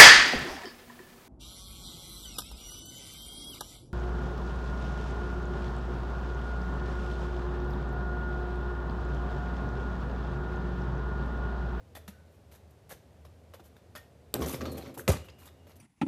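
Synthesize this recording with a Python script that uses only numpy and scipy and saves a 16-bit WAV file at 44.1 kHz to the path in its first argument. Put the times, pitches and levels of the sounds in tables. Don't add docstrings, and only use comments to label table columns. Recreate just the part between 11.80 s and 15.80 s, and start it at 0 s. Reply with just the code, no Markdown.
import sys
import numpy as np
from scipy import signal
from scipy.fft import rfft, irfft, next_fast_len
from scipy.io import wavfile
from scipy.ndimage import uniform_filter1d, map_coordinates

SR = 44100
rng = np.random.default_rng(int(sys.argv[2]) if len(sys.argv) > 2 else 0)


def ratio_of_db(decibels):
    return 10 ** (np.asarray(decibels, float) / 20)


def generate_wav(sig):
    pcm = np.round(np.clip(np.atleast_2d(sig).T, -1, 1) * 32767).astype(np.int16)
    wavfile.write(sys.argv[1], SR, pcm)


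N = 176400
TIME_S = np.arange(N) / SR


def unit(x):
    return x / np.sqrt(np.mean(x ** 2) + 1e-20)


def along(points, hz):
    f, v = np.transpose(points)
    return np.interp(np.log(hz + 1), np.log(f + 1), v)


def curves(rows):
    s, *cols = np.transpose(rows)
    return [np.interp(TIME_S, s, c) for c in cols]


def wobble(rate):
    return map_coordinates(rng.standard_normal(8000), [np.arange(N) * min(rate, 1900) / SR])


def filtered(x, response):
    m = next_fast_len(N + SR // 2)
    return irfft(rfft(x, m) * response(np.fft.rfftfreq(m, 1 / SR)), m)[..., :N]


def noise(spectrum):
    return unit(filtered(rng.standard_normal(N), lambda hz: ratio_of_db(along(spectrum, hz))))


def patchy(x, patchy_db):
    z = signal.stft(x, nperseg=256)[2]
    field = rng.standard_normal(z.shape)
    field = uniform_filter1d(uniform_filter1d(field, 3, 0), 3, 1)
    return unit(signal.istft(z * ratio_of_db(patchy_db * unit(field)), nperseg=256)[1][:N])


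def peaks(rows):
    def response(f):
        total = 0
        for k, (centre, width, db) in enumerate(rows):
            damping = 1j * f * width
            total = total + (-1) ** k * ratio_of_db(db) * damping / (centre ** 2 - f ** 2 + damping + 1e-9)
        return total
    return response


def ring(s, modes, attack, rough=0):
    t = np.maximum(TIME_S - s, 0)
    i = slice(int(s * SR), int((s + .7) * SR))
    u = t[i]
    out = np.zeros(N)
    for hz, db, t60 in modes:
        drift = rough * hz / 1000 * np.cumsum(rng.standard_normal(len(u)))
        out[i] += ratio_of_db(db - 60 * u / t60) * np.sin(2 * np.pi * hz * u + drift)
    return out * (1 - np.exp(-t / attack))


# pitch_hz, level_db per Hz
ROAD_SPECTRUM = [(18, -72), (30, -35), (81, -5.5), (160, -14), (361, -20), (391, -18), (549, -18),
                 (1110, -32), (15700, -50)]
# time_s, level_db
ENGINE_LEVEL = [(0.0, -66), (0.12, -53.5), (0.79, -61.5), (0.88, -53.5), (1.01, -82), (1.02, -66),
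                (1.32, -64), (1.44, -53), (2.19, -68), (2.21, -58), (2.46, -79), (2.5, -55)]
# time_s, level_db
ROAD_SWELL = [
    (0, 0.5),
    (.7, -1),
    (1.4, 0),
    (2.4, 0),
    (3.9, -1),
]
ROAD_DB, HISS_FROM_HZ = -59, 1200
ENGINE_HZ, ENGINE_WANDER_HZ = 78, 5.1


def traffic():
    engine_db, = curves(list(ENGINE_LEVEL) + [(3.4, -58), (3.6, -57), (3.9, -58)])
    swell_db, = curves(ROAD_SWELL)
    engine = np.sin(2 * np.pi * np.cumsum(ENGINE_HZ + ENGINE_WANDER_HZ * wobble(12)) / SR)
    air = noise(ROAD_SPECTRUM)
    road = filtered(air, lambda f: 1 / (1 + (f / HISS_FROM_HZ) ** 2))
    hiss = air - road
    swelling = road * ratio_of_db(swell_db + 0.19 * wobble(20))
    return ratio_of_db(ROAD_DB) * (hiss + swelling) + ratio_of_db(engine_db + 1.6 * wobble(15)) * engine


# pitch_hz, level_db per Hz
GRIT_HISS = [(3000, -31), (6000, -8.5), (8500, -7.5), (10500, -5.5), (12500, -0.5), (14000, -4.5),
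             (15600, -16)]
# pitch_hz, level_db per Hz
DULL_SCRAPE = [(250, -2), (500, 2.5), (1200, 1), (2000, -4), (4000, -6.5), (7000, -15), (12000, -45)]
GRIT_DB, GRIT_RATE = 2.5, 900
RUB_T60, SLAP_T60 = 0.072, 0.02


def grit():
    return unit(ratio_of_db(GRIT_DB * wobble(GRIT_RATE) + 1.5 * wobble(150)))


def rubbing(rows, t60, hiss=GRIT_HISS):
    bright, dull = np.zeros(N), np.zeros(N)
    for s, rise, hold, db, dull_db in rows:
        u = TIME_S - s
        release_db = -60 * np.clip(u - rise - hold, 0, 1) / t60
        stroke = np.clip(u / rise, 0, 1) ** 2 * ratio_of_db(db + release_db)
        bright += stroke * ratio_of_db(-dull_db / 2)
        dull += stroke * ratio_of_db(dull_db / 2)
    bright_rub = bright * grit() * patchy(noise(hiss), patchy_db=1.5)
    dull_rub = dull * grit() * patchy(noise(DULL_SCRAPE), patchy_db=3)
    return bright_rub + dull_rub


# start_s, rise_s, hold_s, level_db, dull_over_bright_db
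SHOE_SCUFFS = [(.149, 0.0036, 0.021, -53.5, 4.5), (.277, 0.0021, 0.0035, -48, 5),
               (.71, 0.0067, 0.043, -63, 1), (.905, 0.0024, .006, -72.5, -3),
               (1.092, 0.0022, 0.012, -55.5, -2.5), (1.1, 0.017, 0.011, -52, 2),
               (1.449, 0.0012, 0.01, -65.5, 4), (.5, 0.018, 0.043, -80.5, -3),
               (1.736, 0.0012, 0.01, -55.5, 6.5), (1.795, 0.0015, 0.0041, -64, 13),
               (1.835, 0.0054, 0.03, -67, 0), (1.965, 0.0005, 0.0016, -71, 6),
               (1.975, .001, 0.0028, -73, 10), (2.151, 0.0011, 0.021, -50.5, 5.5),
               (3.14, 0.0026, 0.011, -58.5, 2.5), (3.173, 0.0049, 0.0068, -49.5, -5),
               (3.19, 0.0023, 0.014, -54, -3), (3.44, 0.0051, 0.013, -64, 2),
               (3.484, 0.00084, 0.011, -64.5, 18), (3.583, 0.0034, 0.065, -64, 2.5),
               (3.65, 0.0083, 0.025, -60, 4), (3.868, 0.0023, 0.054, -67, 7),
               (3.955, 0.003, 0.0075, -68, -6)]


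def shoes():
    return rubbing(SHOE_SCUFFS, RUB_T60)


# start_s, level_db, pitch_hz,
# t60_s
CLACKS = [(0.164, -46, 1880, 0.041), (.168, -47.5, 640, 0.11), (1.796, -39, 800, 0.015),
          (1.737, -38, 1090, 0.013), (1.741, -39.5, 540, 0.031), (1.8, -42.5, 340, .04),
          (1.449, -48, 1130, 0.027), (1.45, -46, 620, .04), (2.153, -42, 600, .04),
          (3.868, -48, 600, .04), (3.5, -52, 4900, .03), (2.97, -50, 765, .35),
          (3.486, -45, 2700, .025), (3.334, -25.5, 104, 0.086), (3.366, -36, 98, 0.073),
          (3.024, -46, 3960, .02), (0.284, -30, 199, 0.054), (.33, -64, 1500, 0.68),
          (2.16, -47, 1860, 0.12), (2.16, -47.5, 1400, 0.075), (.153, -45, 1800, .03),
          (.155, -47.5, 3500, 0.033), (2.565, -13, 630, 0.0067), (2.62, -28, 1110, 0.031),
          (2.661, -38.5, 5960, 0.036), (2.6, -29, 72, .35), (2.645, -33.5, 159.3, 0.22),
          (2.695, -35, 6240, 0.018), (2.749, -42, 5120, 0.032), (2.809, -37.5, 1173, 0.042),
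          (2.855, -36.5, 1200, 0.057), (3.175, -22.5, 900, 0.0077), (3.195, -23.5, 1480, 0.0068),
          (2.78, -40.5, 79, 1.43)]


def clacks():
    return sum(ring(s, [(hz, db, t60)], attack=1.1 / hz, rough=.045) for s, db, hz, t60 in CLACKS)


# time_s, pitch_hz, level_db
JOINT_SQUEAK = [
    (2.852, 4000, -66),
    (2.866, 4220, -56),
    (2.905, 4290, -55),
    (2.922, 4200, -60),
    (2.935, 4120, -63),
    (2.962, 4200, -59),
    (2.972, 4200, -70),
    (3.03, 4150, -68),
]


def joint():
    before = (JOINT_SQUEAK[0][0] - .01, 4250, -200)
    after = (JOINT_SQUEAK[-1][0] + .01, 4200, -200)
    hz, db = curves([before] + list(JOINT_SQUEAK) + [after])
    flutter_db = 3.5 * wobble(200)
    flutter_hz = 110 * wobble(400) + 40 * wobble(50)
    phase = 2 * np.pi * np.cumsum(hz + flutter_hz) / SR
    return ratio_of_db(db + flutter_db) * (np.sin(phase) + .15 * np.sin(2 * phase))


# time_s, level_db
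HOOP_SHAKE = [
    (2.539, -60),
    (2.543, -34.5),
    (2.804, -43.5),
    (2.834, -40),
    (3.07, -47),
    (3.162, -53.5),
    (3.178, -42.5),
    (3.25, -58.5),
]
# time_s, level_db
LANDING_SHAKE = [
    (3.28, -49),
    (3.285, -33.5),
    (3.33, -41),
    (3.42, -64.5),
    (3.901, -70),
]
# pitch_hz, width_hz, level_db
FRAME_MODES = [(131, 30, -2), (214, 56, -3), (261.3, 31.6, 2.5), (356, 29, -0.5), (435, 40, -2.5),
               (529, 56, -3.5), (637, 56, -8), (767, 54, -14), (1200, 246, -21.5)]
KNOCKS_PER_S, KNOCK_SPREAD_DB, BUZZ = 200, 2.5, .6


def frame():
    quiet = (HOOP_SHAKE[0][0] - .001, -120)
    shake_db, = curves([quiet] + list(HOOP_SHAKE) + list(LANDING_SHAKE))
    strengths = ratio_of_db(KNOCK_SPREAD_DB * rng.standard_normal(N)) * rng.choice([-1, 1], N)
    knocks = (rng.random(N) < KNOCKS_PER_S / SR) * strengths
    drive = unit(knocks) + BUZZ * rng.standard_normal(N)
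    scale = np.std(filtered(drive, peaks(FRAME_MODES)))
    return filtered(drive * ratio_of_db(shake_db), peaks(FRAME_MODES)) / scale


# start_s, rise_s, hold_s, level_db, dull_over_bright_db
NET_RUBS = [(2.542, 0.00092, 0.015, -45.5, 7.5), (2.58, 0.023, 0.507, -65, 11),
            (2.6175, 0.0005, 0.028, -45.5, 9.5), (2.655, 0.0089, 0.024, -49, -2),
            (2.692, 0.0025, 0.022, -48.5, 2), (2.722, 0.0053, 0.023, -47.5, 0),
            (2.807, 0.0015, 0.0043, -51, 17), (2.853, 0.0024, 0.0064, -53.5, 19),
            (2.917, 0.00099, 0.0041, -64, -26), (2.971, .0005, 0.012, -52.5, -1),
            (3.023, 0.0015, 0.0091, -66, 13), (3.05, .004, 0.017, -69.5, 20.5)]
# start_s, rise_s, hold_s, level_db, dull_over_bright_db
KNOT_TICKS = [
    (.151, .0005, .003, -52, 3),
    (1.966, .0004, .001, -63, 10),
    (2.592, .0005, .001, -52, -4),
    (2.604, .0005, .001, -53, 0),
    (2.611, .001, .003, -54, -8),
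    (2.743, .0003, .0005, -46, 12),
    (2.837, .0005, .001, -59, -10),
    (3.869, .0005, .002, -66, 10),
]


def net():
    return rubbing(NET_RUBS, RUB_T60) + rubbing(KNOT_TICKS, SLAP_T60)


# start_s, level_db
RIM_HIT = [
    (2.5409, -9),
]
# pitch_hz, level_db, t60_s
CLICK_MODES = [(487, -11, 0.036), (1300, -12, 0.0066), (3920, -3.5, 0.0038), (4620, -5, 0.0045),
               (7700, -8, 0.0072), (8260, -2.5, .004), (12430, -2, 0.0043), (12300, -14, 0.019),
               (13800, -19, .004), (8470, -21, .02)]


def click():
    (s, db), = RIM_HIT
    return ratio_of_db(db - 7) * ring(s, CLICK_MODES, attack=.00004, rough=.008)


# pitch_hz, level_db, t60_s
BASE_MODES = [(523, -19.5, 0.056), (759, -33, 0.13), (1067, -33, .07), (1310, -33.5, 0.082),
              (217, -18.5, 0.039), (1514, -37, 0.074), (2626, -42, .12), (2050, -36, .1), (2400, -38, .08),
              (1750, -36, .08)]
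# pitch_hz, level_db, t60_s
SHELL_MODES = [(159, -14.5, 0.051), (399, -17, .08), (450, -25, 0.066), (546.6, -23.5, .16),
               (591, -19.5, 0.058), (635, -23, 0.041)]
# pitch_hz, level_db, t60_s
POST_MODES = [(2860, -65, 2.2), (2775, -58, .25)]
# start_s, rise_s, hold_s, level_db, dull_over_bright_db
SKIN_SLAPS = [
    (3.2784, 0.00015, .001, -31, 14),
    (3.2828, 0.00035, 0.0052, -36.5, -9),
    (3.289, 0.0011, 0.012, -40, 5.5),
    (3.302, .0005, .002, -37.5, 12.5),
    (3.308, 0.0023, .028, -45, 7),
    (3.3175, .0005, .001, -45.5, -16),
    (3.34, 0.0023, .03, -53.5, 8),
]
# pitch_hz, level_db per Hz
SKIN_HISS = [(3000, -22), (5000, -8), (7000, -1.5), (9500, -5), (12000, -3), (14000, -7.5), (14600, -40)]
LAND_S, SQUASH_S, FLEX_S = 3.2785, .014, .008
THUMP_HZ, THUMP_DROP_HZ, DROP_S, THUMP_T60, THUMP_DB = 81, 55, .004, .052, -18.5


def landing():
    t = np.maximum(TIME_S - LAND_S - SQUASH_S, 0)
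    turns = THUMP_HZ * t + THUMP_DROP_HZ * DROP_S * (1 - np.exp(-t / DROP_S))
    boom = ratio_of_db(THUMP_DB - 60 * (t / THUMP_T60) ** 3) * np.sin(2 * np.pi * turns)
    base = ring(LAND_S, BASE_MODES, attack=.002, rough=.03)
    shell = ring(LAND_S + FLEX_S, SHELL_MODES, attack=.003, rough=.03)
    post = ring(LAND_S, POST_MODES, attack=.005, rough=.02) * ratio_of_db(4 * wobble(25))
    return boom + base + shell + post + rubbing(SKIN_SLAPS, SLAP_T60, SKIN_HISS)


# pitch_hz, t60_s
YARD_DECAY = [(100, 0.56), (600, 0.3), (3000, 0.43), (12000, 0.26)]
# pitch_hz, level_db
WALL_COLOUR = [(100, -5.5), (400, -1.5), (3000, 2), (12000, 2.5)]
YARD_DB = -11.5


def yard(x):
    out, step = np.zeros(N + SR), SR // 8
    for i in range(0, N, step):
        hz, t, z = signal.stft(rng.standard_normal(SR // 3), SR, nperseg=256)
        decay = ratio_of_db(-60 * t / along(YARD_DECAY, hz)[:, None])
        tail = signal.istft(z * decay, SR, nperseg=256)[1]
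        wet = signal.fftconvolve(x[i:i + step], tail / np.linalg.norm(tail))
        out[i + 130:][:len(wet)] += wet
    return ratio_of_db(YARD_DB) * filtered(out[:N], lambda f: ratio_of_db(along(WALL_COLOUR, f)))


def scene():
    far = traffic()
    near = shoes() + clacks() + joint() + frame() + net() + landing()
    hit = click()
    echo = yard(near + 0.4 * hit)
    return (far + near + hit + echo)[None]


def low_pass(x):
    return signal.sosfilt(signal.butter(12, 15850, fs=SR, output="sos"), x)


# pitch_hz, level_db
MIC_TREBLE = [(9000, 1), (12500, 1.5), (14500, -3.5), (15300, -4), (16000, -32)]
MIC_CUT_HZ = 42


def record(dry):
    def microphone(f):
        s = 1j * f
        bass_cut = s ** 2 / (s ** 2 + 1.2 * s * MIC_CUT_HZ + MIC_CUT_HZ ** 2)
        return bass_cut ** 2 * ratio_of_db(along(MIC_TREBLE, f))
    return low_pass(filtered(dry, microphone))


dry = scene()
out = record(dry)
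generate_wav(out)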